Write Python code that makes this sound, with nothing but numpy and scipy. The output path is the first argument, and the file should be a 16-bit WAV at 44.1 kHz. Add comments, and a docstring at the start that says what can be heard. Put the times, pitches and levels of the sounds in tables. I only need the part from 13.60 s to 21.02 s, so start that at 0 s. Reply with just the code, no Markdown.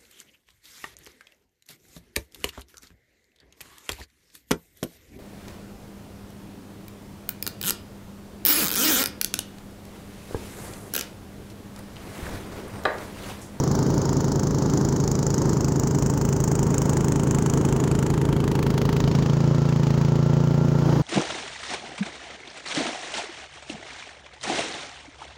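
"""Open air, deep snow: two snowblowers work side by side. A single-cylinder petrol machine creeps closer, each
firing a muffler boom with a rasp of gas; as its load eases it speeds up and hums deeper. Beside the microphone
an electric blower thumps, its paddles slapping snow, until it is pulled back. The petrol machine's augers churn
snow in swelling bites, run empty, then churn again at the end, with powder hissing from the chute."""
import sys
import numpy as np
from scipy import signal
from scipy.fft import rfft, irfft, next_fast_len
from scipy.io import wavfile
from scipy.ndimage import map_coordinates

SR = 44100
rng = np.random.default_rng(int(sys.argv[2]) if len(sys.argv) > 2 else 0)


def master_out(mix):
    """Clip the mix to full scale and print it as 16-bit PCM to the path in sys.argv[1]."""
    frames = np.transpose(np.atleast_2d(mix))
    ceiling = np.clip(frames, -1, 1)
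    pcm = np.round(ceiling * 32767).astype(np.int16)
    wavfile.write(sys.argv[1], SR, pcm)


N = 327222
T = np.arange(N) / SR  # s

# petrol engine speed: start_s, firings_per_s
FIRING_RATES = [(0.0, 26.435), (1.0, 26.405), (2.0, 26.392), (3.0, 26.443), (4.0, 26.462), (4.6, 26.623),
                (5.1, 26.605), (5.4, 26.811), (5.65, 27.457), (5.9, 28.231), (6.1, 27.961), (6.3, 27.723),
                (6.6, 28.154), (6.9, 28.645), (7.15, 28.632), (7.42, 28.452)]


def from_db(db):
    """Decibels to amplitude gain."""
    return 10 ** (np.asarray(db) / 20)


def rms_one(x):
    """Scale to unit power."""
    return x / np.sqrt(np.mean(x ** 2) + 1e-20)


def in_time(rows):
    """Interpolate each column of a time curve at every sample."""
    s, *columns = np.transpose(rows)
    return [np.interp(T, s, column) for column in columns]


def ramp(x, start, length):
    """0 before the start, rising linearly to 1 over the length."""
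    return np.clip((x - start) / length, 0, 1)


def noise(spectrum):
    """Unit-power noise shaped in frequency, rolled off below the first point."""
    hz, db = np.transpose(spectrum)
    size = next_fast_len(N)
    f = np.maximum(np.arange(size // 2 + 1) * SR / size, 1)
    gain = from_db(np.interp(np.log(f), np.log(hz), db))
    gain = gain * np.minimum(f / hz[0], 1) ** 2
    white = rng.standard_normal(size)
    return rms_one(irfft(rfft(white) * gain, size)[:N])


def narrow_noise(hz, width_hz):
    """Unit-power noise in one narrow resonance, 3 dB down at half a width either side."""
    return noise([
        (hz - 2 * width_hz, -40), (hz - width_hz / 2, -3), (hz, 0),
        (hz + width_hz / 2, -3), (hz + 2 * width_hz, -40), (SR / 2, -80),
    ])


def each_cycle(turns):
    """Random value held per cycle, gliding to the next in the last tenth."""
    values = rng.standard_normal(size=1024)
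    whole = np.floor(turns)
    glide = np.clip((turns - whole - .9) * 10, 0, 1)
    return np.interp(whole + glide + 2, np.arange(len(values)), values)


def ringing(orders, turns, late_cycles=0, late_multiple=15):
    """One blow per cycle rings a body: a unit-power waveform with set levels of the rate's multiples."""
    size = 2048  # samples per cycle
    multiple, db = np.transpose(orders)
    k = np.arange(size // 2 + 1)
    level = np.interp(k, multiple, db)
    level = level - 40 * np.log10(np.maximum(k / multiple[-1], 1))
    level[0] = -50
    # minimum phase: the blow comes first, the ring follows
    cepstrum = irfft(np.log(from_db(level)))
    causal = 2 * cepstrum * (np.arange(size) < size // 2)
    lines = np.exp(rfft(causal)) * (k > 0)
    # multiples around late_multiple ring later
    delay_cycles = late_cycles * np.exp(-((k - late_multiple) / 3) ** 2)
    lines = lines * np.exp(-2j * np.pi * np.cumsum(delay_cycles))
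    cycle = rms_one(irfft(lines))
    return np.interp(turns % 1 * size, np.arange(size), cycle, period=size)


def reflected(x, lag_ms, strength):
    """Direct sound plus one close reflection; the sum is comb-filtered."""
    late_sample = np.maximum(np.arange(N) - SR * lag_ms / 1000, 0)
    return x + strength * map_coordinates(x, [late_sample], order=3)


def nearness():
    """How near the petrol machine is, 0-1."""
    # approach, easing back slightly at the end: start_s, nearness_0_1
    approach = [(0, 0.06), (1.7, 0.18), (2.7, 0.39), (3.6, 0.54), (4.4, 0.64), (5, 0.75), (5.55, 1),
                (7.42, 0.92)]
    return in_time(approach)[0]


def throttle(wide_open_rate=26.8, closing_span=1.83):
    """Governor closes the throttle as firings per s rise; 1 is wide open."""
    return 1 - ramp(in_time(FIRING_RATES)[0], wide_open_rate, closing_span)


def load(throttle_power=2.04):
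    """Engine load, 0-1, falling with a power of the throttle."""
    return throttle() ** throttle_power


def level_db(effort, far_db, near_db, free_db):
    """Engine layer level: far and loaded, plus the changes up close and running free."""
    return far_db + near_db * nearness() + free_db * (1 - effort)


def bites_db():
    """Augers bite into thicker snow: raised-cosine swells."""
    # bites: middle_s, length_s, swell_db
    bites = [(0.272, 1.1, 3), (1.15, .45, 2.5), (1.87, 0.33, 3.5), (3.25, 0.67, 3.5), (3.934, 1.34, 3),
             (5.65, 0.98, 0.5), (7.334, 0.44, 6.5)]
    total_db = 0
    for middle_s, length_s, swell_db in bites:
        phase = np.pi * np.clip((T - middle_s) / length_s, -.5, .5)
        total_db = total_db + swell_db * np.cos(phase) ** 2
    return total_db


def spray(base_db=-47, near_db=-1.5):
    """Powder hisses out of the chute as shaped noise, louder with each bite."""
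    # chute hiss spectrum: frequency_hz, density_db_per_hz
    spray_spectrum = [(1500, -25), (3000, -23), (3800, -1.5), (5200, 3.5), (6900, 2.5), (7800, -11),
                      (9000, -21.5), (12300, -25), (13500, -28), (16000, -29)]
    return from_db(base_db + near_db * nearness() + bites_db()) * noise(spray_spectrum)


def churn(base_db=-30, near_db=-3, empty_db=-12, lumps_per_s=30, lumpy_db=0.9):
    """Snow rumbles through the augers in lumps, louder at each bite, hushed while they run empty."""
    # auger rumble spectrum: frequency_hz, density_db_per_hz
    snow_spectrum = [(50, -31), (90, -37), (150, -10.5), (240, 1), (330, -2.5), (430, -8.5), (560, -16),
                     (900, -36), (1600, -56), (4000, -50)]
    emptying = ramp(T, start=5.43, length=1.5)  # s
    refilling = ramp(T, start=6.74, length=0.35)  # s
    churn_db = base_db + near_db * nearness() + bites_db() + empty_db * (emptying - refilling)
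    lumps_db = lumpy_db * each_cycle(lumps_per_s * T)
    return from_db(churn_db + lumps_db) * noise(snow_spectrum)


def electric_blower(base_db=-27.5, pulled_back_s=5.6, fade_db_per_s=60, uneven_db=1.5):
    """Each paddle slaps a different lump of snow through the housing: a ring of uneven strength per stroke."""
    # paddle speed: start_s, strokes_per_s
    stroke_rates = [(0.0, 47.58), (3.9, 47.58), (4.3, 47.91), (5.2, 47.98)]
    # paddle thump: multiple_of_stroke_rate, level_db
    thump_orders = [(1, -10), (2, -4), (3, 0), (4, -3), (5, -17), (6, -7), (7, -9), (8, -16), (9, -19),
                    (10, -32), (14, -38)]
    turns = np.cumsum(in_time(stroke_rates)[0]) / SR - .34
    thump_db = base_db - fade_db_per_s * np.maximum(T - pulled_back_s, 0)
    return from_db(thump_db + uneven_db * each_cycle(turns)) * ringing(thump_orders, turns)


def machinery(turns, throb_db=2.0, bite_share=0.81, teeth_per_cycle=48):
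    """Fan, belts and gears: a throbbing rush, a whine of meshing teeth and thin ringing metal."""
    # rush spectrum: frequency_hz, density_db_per_hz
    rush_spectrum = [(40, -23.5), (120, 8), (400, 0.5), (620, -0.5), (760, -2), (860, 2), (1050, -3),
                     (1400, -6.5), (1800, -11.5), (2500, -19), (3100, -15), (4000, -24), (8000, -59)]
    # metallic singing: pitch_hz, width_hz, running_free_db, change_under_load_db
    singing_modes = [(3060, 150, -69, 6), (6920, 110, -62, -12)]
    effort = load()
    rush_db = level_db(effort, far_db=-33, near_db=-3.5, free_db=1.1) + bite_share * bites_db()
    rush = from_db(rush_db + throb_db * np.cos(2 * np.pi * turns)) * noise(rush_spectrum)
    # tooth phase (rad) and level (dB) vary from cycle to cycle
    teeth = np.sqrt(2) * np.sin(2 * np.pi * teeth_per_cycle * turns + 0.89 * each_cycle(turns))
    whine_db = level_db(effort, far_db=-76, near_db=3, free_db=24.5) + 1.9 * each_cycle(turns)
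    whine = from_db(whine_db) * teeth
    singing = 0
    for pitch_hz, width_hz, free_db, load_db in singing_modes:
        singing = singing + from_db(free_db + load_db * effort) * narrow_noise(pitch_hz, width_hz)
    return rush + whine + singing


def exhaust_gas(turns, rasp_depth=0.99, free_depth=0.5, uneven_db=1.5, eddies_per_s=700, eddy_db=3.0):
    """Gas tears out as the valve opens: a rasp from the can and a sharp hiss at the outlet."""
    # flow after the exhaust valve opens: share_of_cycle, flow_db
    blowdown = [(0, -7.5), (.055, 7.5), (.1, 5.5), (.16, -5), (.24, -4), (.33, -12), (.72, -27.5),
                (.85, -18), (.93, -28), (1, 1.5)]
    # can rasp spectrum: frequency_hz, density_db_per_hz
    rasp_spectrum = [(70, 11.5), (150, 13), (300, -14.5), (550, -2), (750, 0.5), (880, -0.5), (1100, -8.5),
                     (1400, -5), (2000, -6.5), (2600, -8), (3050, -5.5), (3600, -10.5), (4500, -7),
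                     (8000, -18), (13000, -25.5)]
    # outlet hiss spectrum: frequency_hz, density_db_per_hz
    hiss_spectrum = [(1500, -18), (3000, -19), (4500, -6), (6000, 3.5), (7000, 7), (7800, -1.5),
                     (9000, -9.5), (11000, -23), (13500, -20.5), (15400, -5), (16000, -6.5)]
    effort = load()
    rasp_db = level_db(throttle(), far_db=-41.5, near_db=11, free_db=-11)
    # up close the outlet points past the microphone
    off_axis_db = -6.5 * ramp(nearness(), start=0.58, length=0.7 - 0.58)
    hiss_db = level_db(effort, far_db=-38.5, near_db=5.5, free_db=-8) + off_axis_db
    # puffs soften as the load falls
    flow_db = np.interp(turns % 1, *np.transpose(blowdown))
    flow_db = flow_db * (free_depth + (1 - free_depth) * effort)
    flow_db = flow_db + uneven_db * each_cycle(turns)
    # the jet breaks up into eddies within each puff
    eddies = np.interp(T * eddies_per_s, np.arange(N), rng.standard_normal(N))
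    rasp = rms_one(from_db(rasp_depth * flow_db) * noise(rasp_spectrum))
    hiss = rms_one(from_db(flow_db + eddy_db * eddies) * noise(hiss_spectrum))
    return from_db(rasp_db) * rasp + from_db(hiss_db) * hiss


def muffler(turns, uneven_db=0.35, loaded_lag_cycles=0.019, free_lag_cycles=0.013, bark_hz=185, free_ring_db=-3):
    """Each firing rings muffler and shroud; loaded and free tones crossfade as the load comes off."""
    # muffler tone under load: multiple_of_firing_rate, level_db
    loaded_orders = [(1, -31.5), (2, -11.5), (3, -9.5), (4, -10.5), (5, 0), (6, -2), (7, -11.5), (8, -9.5),
                     (9, -7.5), (10, -13), (11, -12.5), (12, -12.5), (13, -20.5), (14, -13), (15, -6.5),
                     (16, -13.5), (17, -12), (18, -16.5), (19, -31), (20, -16.5), (21, -23.5), (22, -26)]
    # muffler tone running free: multiple_of_firing_rate, level_db
    free_orders = [(1, -34), (2, -12.5), (3, -15), (4, -3), (5, 4.5), (6, 0), (7, -14.5), (8, -6), (9, -7),
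                   (10, -15.5), (11, -28), (12, -9.5), (13, -10.5), (14, -20), (15, -13), (16, -15.5),
                   (17, -21.5), (18, -14), (19, -15.5), (20, -20.5), (21, -22.5), (22, -17.5)]
    # upper ring of the engine shroud: frequency_hz, level_db
    shroud = [(660, -29.5), (770, -38.5), (830, -31), (880, -19), (900, -25.5), (925, -19.5), (955, -27.5),
              (1010, -33), (1060, -26), (1170, -31), (1400, -33), (1650, -50)]
    effort = load()
    # shroud pitches placed for the first (loaded) and last (free) firing rates
    first_rate, last_rate = FIRING_RATES[0][1], FIRING_RATES[-1][1]
    loaded_ring = [(hz / first_rate, db) for hz, db in shroud]
    free_ring = [(hz / last_rate, db + free_ring_db) for hz, db in shroud]
    loaded = ringing(list(loaded_orders) + loaded_ring, turns - loaded_lag_cycles, late_cycles=0.554)
    free = ringing(list(free_orders) + free_ring, turns - free_lag_cycles)
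    boom_db = level_db(effort, far_db=-23, near_db=4, free_db=2) + uneven_db * each_cycle(turns)
    boom = from_db(boom_db) * (effort * loaded + (1 - effort) * free)
    # the upper multiples make the bark
    upper = signal.sosfiltfilt(signal.butter(2, bark_hz, "high", fs=SR, output="sos"), boom)
    bark_db = level_db(effort, far_db=-1.6, near_db=-1.1, free_db=.5)
    return boom + (from_db(bark_db) - 1) * upper


def scene(echo=0.48, far_lag_ms=0.19, near_lag_ms=0.045):
    """Both machines in open air; the petrol machine's hiss also bounces off the packed snow."""
    turns = np.cumsum(in_time(FIRING_RATES)[0]) / SR + .02
    hiss = exhaust_gas(turns) + machinery(turns) + spray()
    lag_ms = far_lag_ms + (near_lag_ms - far_lag_ms) * nearness()
    petrol = muffler(turns) + reflected(hiss, lag_ms, echo) / np.sqrt(2)
    return (petrol + electric_blower() + churn())[None]


def record(dry, low_cut_hz=34, ceiling=.42, cutoff_hz=15800):
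    """Cut the deepest rumble, round the tallest peaks, cut the top of the treble."""
    low_cut = signal.butter(4, low_cut_hz, "high", fs=SR, output="sos")
    heard = signal.sosfiltfilt(low_cut, dry)
    rounded = heard / (1 + (heard / ceiling) ** 4) ** (1 / 4)
    treble_cut = signal.ellip(10, .2, 80, cutoff_hz, fs=SR, output="sos")
    return signal.sosfilt(treble_cut, rounded)


dry = scene()
out = record(dry)
master_out(out)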